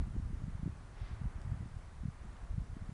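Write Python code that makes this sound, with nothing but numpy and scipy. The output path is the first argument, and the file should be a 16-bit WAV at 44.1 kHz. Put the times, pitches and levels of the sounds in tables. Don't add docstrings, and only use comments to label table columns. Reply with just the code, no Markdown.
import sys
import numpy as np
from scipy import signal
from scipy.fft import rfft, irfft, next_fast_len
from scipy.io import wavfile
from scipy.ndimage import uniform_filter1d, map_coordinates

SR = 44100
rng = np.random.default_rng(int(sys.argv[2]) if len(sys.argv) > 2 else 0)


def store_pcm(level_fs):
    pcm = np.round(np.clip(level_fs, -1, 1) * 32767).astype(np.int16)
    wavfile.write(sys.argv[1], SR, np.atleast_2d(pcm).T)


def makeup_ratio(level_db):
    decades = np.asarray(level_db, float) / 20
    return 10 ** decades


N = 129213

# t/s, strength level/dB, passing time of its small eddies/ms
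WIND = [(0, -34.5, 1.8), (.1, -42, 2.5), (.33, -41.5, 1.54), (.5, -42, 2.6), (.7, -44, 2.9),
        (.85, -53.5, 1.6), (1.02, -48.5, 3.7), (1.25, -41.5, 4.3), (1.32, -48, 2.2), (1.47, -42.5, 1.9),
        (1.65, -43, 2.57), (1.93, -59.5, 3.07), (2.04, -47.5, 2.6), (2.17, -54, 5.4), (2.26, -48, 1.9),
        (2.37, -56.5, 2.8), (2.58, -43, 2.55), (2.93, -51.5, 3.8)]


def unit(x):
    return x / np.sqrt(np.mean(x ** 2) + 1e-20)


def curve(rows, t_s, column=1):
    return np.interp(t_s, np.array(rows)[:, 0], np.array(rows)[:, column])


def wobble(rate_hz):
    return map_coordinates(rng.standard_normal(400), [np.arange(N) * rate_hz / SR])


def filtered(x, response):
    m = next_fast_len(N + SR // 2)
    return irfft(rfft(x, m) * response(np.fft.rfftfreq(m, 1 / SR)), m)[..., :N]


def rush(spectrum, patchy_db):
    z = signal.stft(rng.standard_normal(N), nperseg=512)[2]
    field = uniform_filter1d(rng.standard_normal(z.shape), 6, 0)
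    field = uniform_filter1d(field, 10, 1)
    x = signal.istft(z * makeup_ratio(patchy_db * unit(field)), nperseg=512)[1][:N]
    f_hz, db = np.transpose(spectrum)
    log_f = np.log(f_hz)
    return unit(filtered(x, lambda hz: makeup_ratio(np.interp(np.log(hz + 1), log_f, db, -120, -120))))


def hiss():
    # f/Hz, level/dB per Hz
    hiss_spectrum = [(300, -8), (2000, -1), (3200, 1), (5000, -0.5), (9800, -2.5), (10600, -6),
                     (11050, -17)]
    return makeup_ratio(-72) * rush(hiss_spectrum, patchy_db=1.0)


def traffic():
    # t/s, level/dB
    roar = [
        (0.03, -62),
        (0.07, -64),
        (0.94, -63),
        (0.97, -61.5),
        (1.36, -63),
        (2.89, -62),
        (2.93, -61.5),
    ]
    # f/Hz, level/dB per Hz
    road = [(100, -29), (250, 2.5), (500, -2.5), (700, -1), (1200, -2), (2000, -8), (2800, -17.5),
            (5000, -31)]
    db = curve(roar, np.arange(N) / SR) + 1.39 + 1.4 * wobble(4.55)
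    return makeup_ratio(db) * rush(road, patchy_db=0.4)


def sweep(t, nearest_s):
    rise_s, fall_s = 0.087, 0.13
    return np.exp(-((t - nearest_s) / np.where(t < nearest_s, rise_s, fall_s)) ** 2)


def blade_swish(t):
    # f/Hz, level/dB per Hz
    blade_spectrum = [(700, -24), (1300, -4.5), (2000, -0.5), (3000, -4.5), (4000, -7.5), (6000, -14.5),
                      (9000, -47)]
    # f/Hz, level/dB per Hz
    edge_spectrum = [(1500, -23), (3000, -2), (4800, 1), (5800, -12), (8000, -28)]
    nearest_s, swish_db = 1.052, -65.5
    edge_leads_s, edge_db = 0.04, -10
    blade = makeup_ratio(swish_db) * sweep(t, nearest_s) * rush(blade_spectrum, patchy_db=0.0)
    edge = makeup_ratio(swish_db + edge_db) * sweep(t, nearest_s - edge_leads_s) * rush(edge_spectrum, patchy_db=8.0)
    return blade + edge


def axle_squeak(t):
    at_s, squeak_db, squeak_hz, lasts_s = 1.675, -69.5, 8170, 0.0053
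    return makeup_ratio(squeak_db) * np.exp(-((t - at_s) / lasts_s) ** 2) * np.sin(2 * np.pi * squeak_hz * t)


def linkage_ticks():
    # t/s, peak level/dB, brightness/dB per octave
    ticks = [
        (1.4168, -56.5, -2.5),
        (2.367, -57.5, -9),
    ]
    # f/Hz, level/dB, t60/s
    wire = [(2950, -1, .015), (3500, -4, .025), (4830, 3, .012), (5500, 2, .01), (6600, -1, .008),
            (7400, 1, .012), (8100, 1, .012)]
    out = np.zeros(N)
    u = np.arange(SR // 10) / SR
    for at_s, peak_db, bright_db in ticks:
        tick = np.zeros(len(u))
        for hz, mode_db, t60_s in wire:
            tilt_db = bright_db * np.log2(hz / 3500)
            decay_db = mode_db + tilt_db + rng.normal(0, 1) - 60 * u / t60_s
            tick += makeup_ratio(decay_db) * np.sin(2 * np.pi * hz * u)
        tick += 0.59 * makeup_ratio(bright_db - 60 * u / 0.006) * rng.standard_normal(len(u))
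        out[round(at_s * SR):][:len(u)] += makeup_ratio(peak_db - 6.0) * tick
    return out


def whirligig():
    t = np.arange(N) / SR
    return blade_swish(t) + axle_squeak(t) + linkage_ticks()


def wind_swing_db():
    db = curve(WIND, np.arange(N) / SR)
    return db - db.mean()


def flutter():
    # f/Hz, level/dB per Hz
    flutter_spectrum = [(25, -14.5), (55, 1), (100, -1.5), (160, -8.5), (250, -20), (400, -29), (600, -43)]
    return makeup_ratio(-54 + 0.35 * wind_swing_db()) * rush(flutter_spectrum, patchy_db=1.8)


def swell():
    # f/Hz, level/dB per Hz
    swell_spectrum = [(8, -34), (20, 3), (35, 0), (60, -4), (120, -16), (250, -29), (450, -46.5),
                      (800, -89)]
    db = -50.5 + 0.43 * wind_swing_db() + 1.5 * wobble(16)
    return makeup_ratio(db) * rush(swell_spectrum, patchy_db=1.0)


def thumps(t_s, gain, pass_ms, lean):
    span = np.arange(-SR // 30, SR // 30)
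    u = span / SR * 1000 / pass_ms[:, None]
    shape = gain[:, None] * (u + lean[:, None] * (1 - u * u)) * np.exp(-u * u / 2)
    at = np.round(t_s * SR).astype(int)[:, None] + span + SR
    return np.bincount(at.ravel(), shape.ravel(), N + 2 * SR)[SR:SR + N]


def small_eddies():
    count, size_spread, scatter_db = 400, 0.35, 3
    draw = rng.standard_normal((count, 3))
    t_s = (np.arange(count) + rng.random(count)) * N / SR / count
    db = curve(WIND, t_s) - 9 + scatter_db * draw[:, 1]
    pass_ms = curve(WIND, t_s, column=2) * np.exp(size_spread * draw[:, 0])
    return thumps(t_s, makeup_ratio(db), np.clip(pass_ms, 1.3, 8), 0.86 + draw[:, 2])


def large_eddies():
    # t/s, pressure level/dB, passing time/ms
    pushes = [(.006, -32.5, 4), (0.0103, -43.5, 1.36), (.018, -49, 1.06), (0.032, -41, 6.5),
              (0.0727, -42, 1.75), (0.1564, -39, 1.78), (0.166, -42, 0.99), (0.184, -38, 5.4),
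              (0.332, -45, 1.12), (0.308, -49, 2.6), (0.345, -38, 4.8), (0.4416, -36.5, 2.18),
              (0.4824, -38.5, 1.69), (0.5541, -36.5, 2.6), (0.6328, -39, 1.5), (0.6603, -40.5, 1.19),
              (0.667, -34.5, 1.8), (0.6782, -38, 1.1), (1.0184, -41, 3.06), (1.136, -39, 3.5),
              (1.2177, -38, 1.9), (1.2568, -37.5, 1.8), (1.4993, -39, 2.6), (1.5218, -35, 2.42),
              (2.0365, -43, 1.46), (2.0575, -34, 1.78), (2.0859, -36, 2.01), (2.5122, -38, 4.8),
              (2.5837, -34, 1.96), (2.7692, -42.5, 1.26), (2.825, -42.5, 1.84), (2.894, -40.5, 1.72),
              (0.05, -43.5, 5.7), (0.11, -45, 2.5), (.2, -41.5, 1.6), (0.232, -42, 3.2), (0.26, -42, 5.1),
                (.377, -41.5, 3.9), (0.409, -53, 2), (.494, -47.5, 3), (0.599, -44.5, 1.85),
                (.698, -42, 2.25), (1.04, -44, 5.8), (1.2726, -38, 4.6), (1.358, -47, 2.5),
                (1.456, -41.5, 2.6), (1.479, -40.5, 2.4), (1.5301, -41, 1.76), (1.576, -46, 2.1),
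                (1.6, -46, 2.9), (1.61, -42.5, 1.74), (1.628, -48, 3.1), (1.686, -52, 2.2),
                (1.7692, -42, 3), (2.018, -46, 4.4), (2.213, -48, 3.7), (2.251, -52, 1.53),
                (2.437, -46, 5.2), (2.545, -42.5, 3), (2.608, -39.5, 4.4), (2.626, -46.5, 3.9),
                (2.706, -45.5, 2.9)]
    # t/s, pressure level/dB, passing time/ms
    sucks = [(0.025, -38, 2.36), (0.1424, -45.5, 2), (.305, -44.5, 1.8), (0.422, -50, 1.3),
             (0.5337, -43, 4.3), (0.639, -39.5, 4.5), (.73, -45, 2.5), (1.032, -49.5, 1.86),
             (1.1137, -44, 2.08), (1.2446, -39.5, 2.55), (1.365, -45, 3.9), (1.385, -48, 1.7),
             (1.421, -50, 2.8), (1.5456, -42.5, 2.3), (1.632, -42, 2.9), (1.822, -61, 3.5),
             (1.845, -52, 3.5), (1.885, -55.5, 2.2), (2.293, -50.5, 3.8), (2.351, -54, 1.83),
             (2.6198, -45, 1.6), (2.734, -42.5, 2.8), (2.818, -45, 2.4), (2.884, -46.5, 6.5),
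             (2.921, -45, 2)]
    lean = 2.32
    t_s, db, pass_ms = np.transpose(pushes)
    push = thumps(t_s, makeup_ratio(db), pass_ms, np.full(len(t_s), lean))
    t_s, db, pass_ms = np.transpose(sucks)
    return push - thumps(t_s, makeup_ratio(db), pass_ms, np.full(len(t_s), lean))


def wind():
    return flutter() + swell() + small_eddies() + large_eddies()


def scene():
    far = filtered(traffic() + whirligig(), lambda hz: hz < 11080)
    return (far + wind())[None]


def roll_off(x):
    return signal.sosfilt(signal.butter(12, 11100, fs=SR, output="sos"), x)


def record(dry):
    converter_noise = makeup_ratio(-90) * rng.standard_normal(N)
    return roll_off(dry + hiss() + converter_noise)


dry = scene()
out = record(dry)
store_pcm(out)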